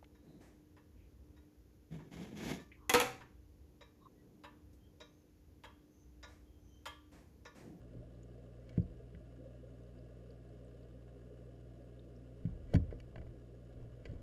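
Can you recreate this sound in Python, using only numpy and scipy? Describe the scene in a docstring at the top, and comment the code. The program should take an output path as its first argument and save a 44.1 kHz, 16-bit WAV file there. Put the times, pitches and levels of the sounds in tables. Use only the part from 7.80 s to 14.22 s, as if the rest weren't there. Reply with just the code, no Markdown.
"""Bubbles burble and fizz over a steady hum, with a few knocks, clicks and rubs.
The scene is an aquarium, heard under water from inside a sealed camera housing.
Two air stones send up bubbles that ring as they break free and pop at the surface.
The air pump's diaphragm hums at the mains rate. When the housing is knocked or rubbed,
its plastic clicks and the tank booms."""
import sys
import numpy as np
from scipy import signal
from scipy.fft import rfft, irfft
from scipy.io import wavfile

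SR = 44100
rng = np.random.default_rng(int(sys.argv[2]) if len(sys.argv) > 2 else 0)


def materialize(psi):
    """Save the field psi as 16-bit PCM at rate SR to the path in sys.argv[1].

    A 1-D psi becomes a single channel; in a 2-D psi each row is a channel.
    """
    bounded = np.clip(np.atleast_2d(psi).T, -1, 1)
    quanta = np.round(bounded * 32767).astype(np.int16)
    wavfile.write(sys.argv[1], SR, quanta)


N = 283122
TIME = np.arange(N) / SR

# Burbling in the tank. Each row: frequency in Hz, density in dB.
BURBLE_SPECTRUM = [(100, -16.5), (212, -13), (255, 3.5), (298, -4.5), (335, 2.5), (385, -6), (414, 6),
                   (440, -4.5), (490, 1), (630, -5), (730, -10.5), (850, -21.5), (1300, -73)]
# Largest bubbles. Each row: start in seconds, level in dB, pitch in Hz.
LARGE_BUBBLES = [(.435, -55.5, 412), (1.195, -51.5, 452), (1.745, -52.5, 560), (1.835, -54, 495),
                 (2.495, -51.5, 456), (3.503, -52.5, 503), (3.679, -53, 500)]
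# Nearest tiny bubbles. Each row: start in seconds, peak in dB, pitch in Hz.
TINY_BUBBLES = [(.431, -64.5, 6900), (1.019, -72, 4740), (2.188, -71, 4690), (2.505, -67.5, 4650),
                (2.846, -74, 8250), (3.03, -74, 4600), (4.193, -63.5, 3670), (4.362, -71.5, 5500)]
# Bursting spray and microphone hiss. Each row: frequency in Hz, density in dB.
HISS_SPECTRUM = [(100, -35), (900, -5.5), (1800, -4), (2450, -6.5), (3100, -8), (4300, -11.5), (5100, -11),
                 (5800, -14), (7500, -17), (9000, -16), (12600, -17)]
# Housing resonances under the fizz. Each row: frequency in Hz, width in Hz, gain in dB.
SHELL_RESONANCES = [(985, 38, -12.5), (1086, 34, 2), (1195, 60, 4.5), (1429, 117, 3), (1648, 26, 7.5),
                    (2140, 51, -9.5), (2690, 91, -1), (2900, 36, 1), (3080, 20, -11), (3600, 50, -14),
                    (4580, 130, -18), (4960, 60, -10.5), (6720, 160, -10)]
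# Air pump. Each row: multiple of the mains frequency, level in dB.
PUMP_HARMONICS = [(1, -58), (2, -58.5), (3, -67.5)]
# Dull knocks. Each row: start in seconds, peak in dB, camera swing in Hz (higher for a harder
# contact), relative rebound in dB.
KNOCK_EVENTS = [(.15, -43, 277, -1), (0.9774, -19, 168, -8.5), (.982, -32.5, 385, -16.5),
                (1.345, -42.5, 135, -5), (4.651, -25, 152.6, -14), (4.716, -39, 60, -11),
                (4.8, -40.5, 69, -10), (4.936, -26, 507, -5.5), (4.942, -27.5, 680, -7),
                (4.944, -17.5, 144.4, -1), (4.951, -20.5, 254, -20), (5.125, -35.5, 460, -11.5),
                (6.254, -41, 466, -13), (6.292, -39.5, 85.5, -9), (6.314, -38, 152, -14),
                (6.332, -39.5, 284, -11)]
# Filled tank with the camera in it. Each row: frequency in Hz, level in dB, T60 in seconds.
TANK_MODES = [(45.5, -3, 0.91), (60.3, -12, 0.15), (77.4, -2, 0.36), (89, -10, 0.49), (124.1, 2, 0.21),
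              (142, -11, .12), (179.3, -2.5, 0.19), (249.4, -7.5, 0.26), (279.3, -0.5, 0.13),
              (331.2, -9.5, 0.32), (476, -7, 0.23), (583, -11.5, 0.22), (656, -0.5, 0.056)]
# Housing rubs. Each row: firmest contact, swell and release in seconds, friction and rocking in dB.
RUB_EVENTS = [(.17, 0.076, 0.055, -85.5, -55.5), (.965, .09, 0.028, -72, -55), (4.66, .03, 0.059, -78, -46),
              (4.92, 0.031, 0.061, -69, -40.5), (5.11, .04, 0.063, -82, -50),
              (5.39, 0.056, 0.071, -97, -44.5), (5.99, 0.052, 0.074, -83, -51),
              (6.3, 0.068, 0.09, -73.5, -47)]
# Housing clicks. Each row: start in seconds, level in dB, brightness in Hz, grind time in seconds.
CLICK_EVENTS = [(0.892, -62, 7000, .0025), (.972, -64.5, 2500, 0.005), (1.348, -63, 2200, 0.00017),
                (4.653, -66.5, 4000, 0.0037), (4.935, -54, 2500, 0.0026), (4.9398, -48.5, 12900, 0.0014),
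                (4.949, -45, 2100, 0.0066), (4.952, -47.5, 7540, 0.0051), (5.109, -63, 2160, 0.0039),
                (5.122, -65, 1720, 0.0061), (5.201, -59.5, 8400, 0.0016), (6.253, -52, 4800, 0.0068)]
# Struck plastic housing. Each row: frequency in Hz, level in dB, T60 in seconds.
PLASTIC_MODES = [(1012, -14.5, 0.045), (1537, -1.5, 0.021), (1752, -11, 0.047), (1980, -5, 0.03),
                 (2280, -7.5, 0.039), (2875, 0.5, 0.0068), (3310, -9, 0.028), (3650, -14, 0.0052),
                 (4550, -6.5, 0.019), (4910, -11.5, 0.018), (5590, -12, 0.022), (6280, -7, 0.0087),
                 (7050, -6.5, 0.02), (7180, -10, 0.011), (8540, -21, 0.013), (9850, -11.5, 0.016),
                 (12000, -12, .01)]
# Stirred water. Each row: frequency in Hz, density in dB.
RUMBLE_SPECTRUM = [(15, -12.5), (42, -4), (60, -9.5), (82, -1.5), (105, -2), (165, 1.5), (212, -8.5),
                   (255, 3), (298, -11), (500, -26.5), (1000, -51.5)]


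def burble(level_db=-61, bubbles_per_s=450, low_hz=240, high_hz=700, spread_db=3, churn_db=-4, bands=40):
    """A gently surging crowd of ringing bubbles over churning water."""
    bubbles = np.zeros(N)
    for hz in np.geomspace(low_hz, high_hz, bands):
        strength = amp(spread_db * np.minimum(rng.exponential(1, N), 2.5))
        births = rng.random(N) < bubbles_per_s / bands / SR
        bubbles += hz * signal.oaconvolve(strength * births, bubble(hz))[:N]
    bubbles = colour(bubbles, BURBLE_SPECTRUM) * amp(.8 * drift(4))
    churn = colour(rng.standard_normal(N), BURBLE_SPECTRUM)
    return amp(level_db) * unit(unit(bubbles) + amp(churn_db) * unit(churn))


def bubble(hz, decay_cycles=6, rise=0.017):
    """A bubble rings briefly, rising in pitch as it breaks free."""
    t = TIME[:SR // 8]
    age = hz * t / decay_cycles
    envelope = (1 - np.exp(-hz * t)) * np.exp(-age)
    return envelope * np.sin(2 * np.pi * hz * t * (1 + rise * age / 2))


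def gurgles(gain_db=1, muffle_hz=800, lesser_db=-58, range_db=7, low_hz=470, high_hz=680, count=26):
    """Large bubbles ring longer, as single notes; lesser ones come at loose intervals."""
    out, events = np.zeros(N), list(LARGE_BUBBLES)
    for k, (when, size, pitch) in enumerate(rng.random((count, 3))):
        hz = low_hz * (high_hz / low_hz) ** pitch
        events.append(((k + when) / count * N / SR, lesser_db + range_db * (size - .5), hz))
    for start_s, db, hz in events:
        add(out, start_s, amp(db + gain_db) * bubble(hz, decay_cycles=9))
    return lowpass(out, muffle_hz, order=6)


def fizz(hiss_db=-81, shell_db=-79, pops_per_s=2500, spread_db=3, top_hz=9500):
    """Tiny surface pops sound through the housing's resonances, over a hiss."""
    pops = rng.standard_normal(N) * amp(spread_db * np.minimum(rng.exponential(1, N), 4))
    pops *= rng.random(N) < pops_per_s / SR
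    pops = lowpass(pops, top_hz, order=6)
    shell = sum(amp(db) * resonate(pops, hz, hz / width_hz) for hz, width_hz, db in SHELL_RESONANCES)
    hiss = colour(rng.standard_normal(N), HISS_SPECTRUM)
    return amp(shell_db) * unit(shell) + amp(hiss_db) * unit(hiss)


def pings(decay_s=0.0022, rise_s=0.0027, faint_db=-82, range_db=5, low_hz=3600, high_hz=8300, count=34):
    """Tiny bubbles ring high, smeared by the glass walls; faint ones come at random."""
    t = TIME[:SR // 30]
    out, events = np.zeros(N), list(TINY_BUBBLES)
    for when, size, pitch in rng.random((count, 3)):
        hz = low_hz * (high_hz / low_hz) ** pitch
        events.append((when * N / SR, faint_db + range_db * size ** 2, hz))
    envelope = (1 - np.exp(-t / rise_s)) * np.exp(-t / decay_s)
    for start_s, db, hz in events:
        smear_rad = unit(lowpass(rng.standard_normal(len(t)), 300))
        ping = envelope * np.sin(2 * np.pi * hz * t + smear_rad)
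        add(out, start_s, amp(db) * ping / abs(ping).max())
    return out


def pump(mains_hz=60, stroke_at_s=0.0103, wander_db=.35):
    """The diaphragm strokes once per mains cycle."""
    phase = 2 * np.pi * mains_hz * (TIME - stroke_at_s)
    hum = sum(amp(db + wander_db * drift(4)) * np.cos(k * phase) for k, db in PUMP_HARMONICS)
    return np.sqrt(2) * hum


def knocks(rebound_s=0.01619, rebound_ratio=.59, muffle_hz=790, lowest_hz=40):
    """Each knock is a thud and a slower swing back, muffled by the water."""
    out = np.zeros(N)
    for start_s, db, swing_hz, rebound_db in KNOCK_EVENTS:
        add(out, start_s, amp(db) * thud(swing_hz))
        add(out, start_s + rebound_s, amp(db + rebound_db) * thud(swing_hz * rebound_ratio))
    highpass = signal.butter(2, lowest_hz, "high", fs=SR, output="sos")
    return signal.sosfilt(highpass, lowpass(out, muffle_hz, order=8))


def thud(swing_hz, decay_cycles=0.86, boom_db=-3):
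    """A blow swings the camera for a cycle or two and sets the tank booming."""
    t = TIME[:SR // 2]
    cycles = swing_hz * t
    water_cushion = 1 - np.exp(-4 * cycles)
    push = np.sin(2 * np.pi * cycles) * water_cushion * np.exp(-cycles / decay_cycles)
    sound = unit(push) + amp(boom_db) * unit(ring(push, TANK_MODES, t))
    return sound / abs(sound).max()


def rubbing(dull_hz=2900, scrape_db=-11, scrape_hz=7500, grit_db=2.5, jolt_hz=190, jolt_db=-4,
            lag_s=.025):
    """Friction swells and fades: a dull rub, a faint scrape and a rocking that stirs the tank."""
    contact, sway = np.zeros(N), np.zeros(N)
    for peak_s, swell_s, release_s, friction_db, rocking_db in RUB_EVENTS:
        contact += amp(friction_db) * swell(peak_s, swell_s, release_s)
        sway += amp(rocking_db) * swell(peak_s + lag_s, swell_s, release_s)  # the heavy camera lags
    friction = rng.standard_normal(N) * amp(-grit_db * drift(80))
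    rub = unit(lowpass(ring(friction, PLASTIC_MODES, TIME[:SR // 20]), dull_hz))
    scrape = unit(lowpass(friction, scrape_hz, order=4))
    jolts = unit(lowpass(friction, jolt_hz))
    boom = unit(ring(jolts, TANK_MODES, TIME[:SR // 8]))
    rocking = unit(boom + amp(jolt_db) * jolts)
    return (rub + amp(scrape_db) * scrape) * contact + rocking * sway


def clicks():
    """Single sharp clicks of the housing."""
    out = np.zeros(N)
    for start_s, db, bright_hz, grind_s in CLICK_EVENTS:
        add(out, start_s, amp(db) * click(bright_hz, grind_s))
    return out


def click(bright_hz, grind_s, gain_db=-10, crack_db=-9, emphasis_db=-5):
    """Plastic grinds for an instant and rings in its own modes."""
    t = TIME[:SR // 20]
    slips = rng.standard_normal(len(t)) * np.exp(-(t / grind_s) ** 2 / 2)
    ringing = unit(ring(slips, PLASTIC_MODES, t))
    emphasis_hz = 1900 * (bright_hz / 2470) ** 0.4  # brighter clicks favour higher modes
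    emphasis = unit(resonate(ringing, emphasis_hz, q=3))
    sound = ringing + amp(emphasis_db) * emphasis + amp(crack_db) * unit(slips)
    return amp(gain_db) * unit(lowpass(sound, bright_hz))


def creak(start_s=5.357, gap_s=.0225, slowing=1.52, gain_db=-54.5, fall_db=5, thud_db=14, muffle_hz=850):
    """The settling housing sticks and slips, ever slower and weaker."""
    out, at_s = np.zeros(N), start_s
    bump = amp(thud_db) * lowpass(thud(swing_hz=660), muffle_hz, order=8)[:SR // 20]
    for k in range(4):
        slip = click(bright_hz=2200, grind_s=0.0038) + bump
        add(out, at_s, amp(gain_db - fall_db * k) * slip)
        at_s += gap_s * slowing ** k
    return out


def rumble(level_db=-65):
    """Rising bubble columns slowly stir the water."""
    return amp(level_db) * unit(colour(rng.standard_normal(N), RUMBLE_SPECTRUM))


def ring(force, modes, t):
    """Drives modes that decay over the times t; neighbours swing in opposite directions."""
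    response = sum((-1) ** k * amp(db - 60 * t / t60_s) * np.sin(2 * np.pi * hz * t)
                   for k, (hz, db, t60_s) in enumerate(modes))
    return signal.oaconvolve(force, response)[:len(force)]


def resonate(x, hz, q):
    """One resonant band-pass."""
    return signal.lfilter(*signal.iirpeak(hz, q, SR), x)


def colour(x, spectrum):
    """Filters by a curve of (Hz, dB) points."""
    hz, db = np.transpose(spectrum)
    bins_hz = np.fft.rfftfreq(len(x), 1 / SR)
    gain_db = np.interp(np.log(bins_hz + 1), np.log(hz), db)
    return irfft(rfft(x) * amp(gain_db), len(x))


def lowpass(x, hz, order=2):
    """Causal low-pass."""
    return signal.sosfilt(signal.butter(order, hz, fs=SR, output="sos"), x)


def swell(peak_s, rise_s, release_s):
    """Envelope that grows to 1 at peak_s and dies away."""
    return np.exp(-np.maximum((peak_s - TIME) / rise_s, (TIME - peak_s) / release_s))


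def drift(hz):
    """Random wander of rms 1."""
    return unit(lowpass(rng.standard_normal(N), hz))


def amp(db):
    """Decibels to gain."""
    return 10 ** (np.asarray(db) / 20)


def unit(x):
    """Scales to rms 1."""
    return x / np.sqrt(np.mean(x ** 2) + 1e-30)


def add(mix, start_s, sound):
    """Adds a sound to the mix in place."""
    part = mix[round(start_s * SR):][:len(sound)]
    part += sound[:len(part)]


def scene():
    """All sources reach one microphone through the water."""
    aeration = burble() + gurgles() + fizz() + pings() + pump()
    handling = knocks() + rubbing() + clicks() + creak()
    return (aeration + handling + rumble())[None]


def record(dry):
    """The recorder's band limit."""
    edge_hz = 12900
    taps = signal.firwin(511, edge_hz, window=("kaiser", 9), fs=SR)
    return signal.oaconvolve(dry, taps[None], "same")


dry = scene()
out = record(dry)
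materialize(out)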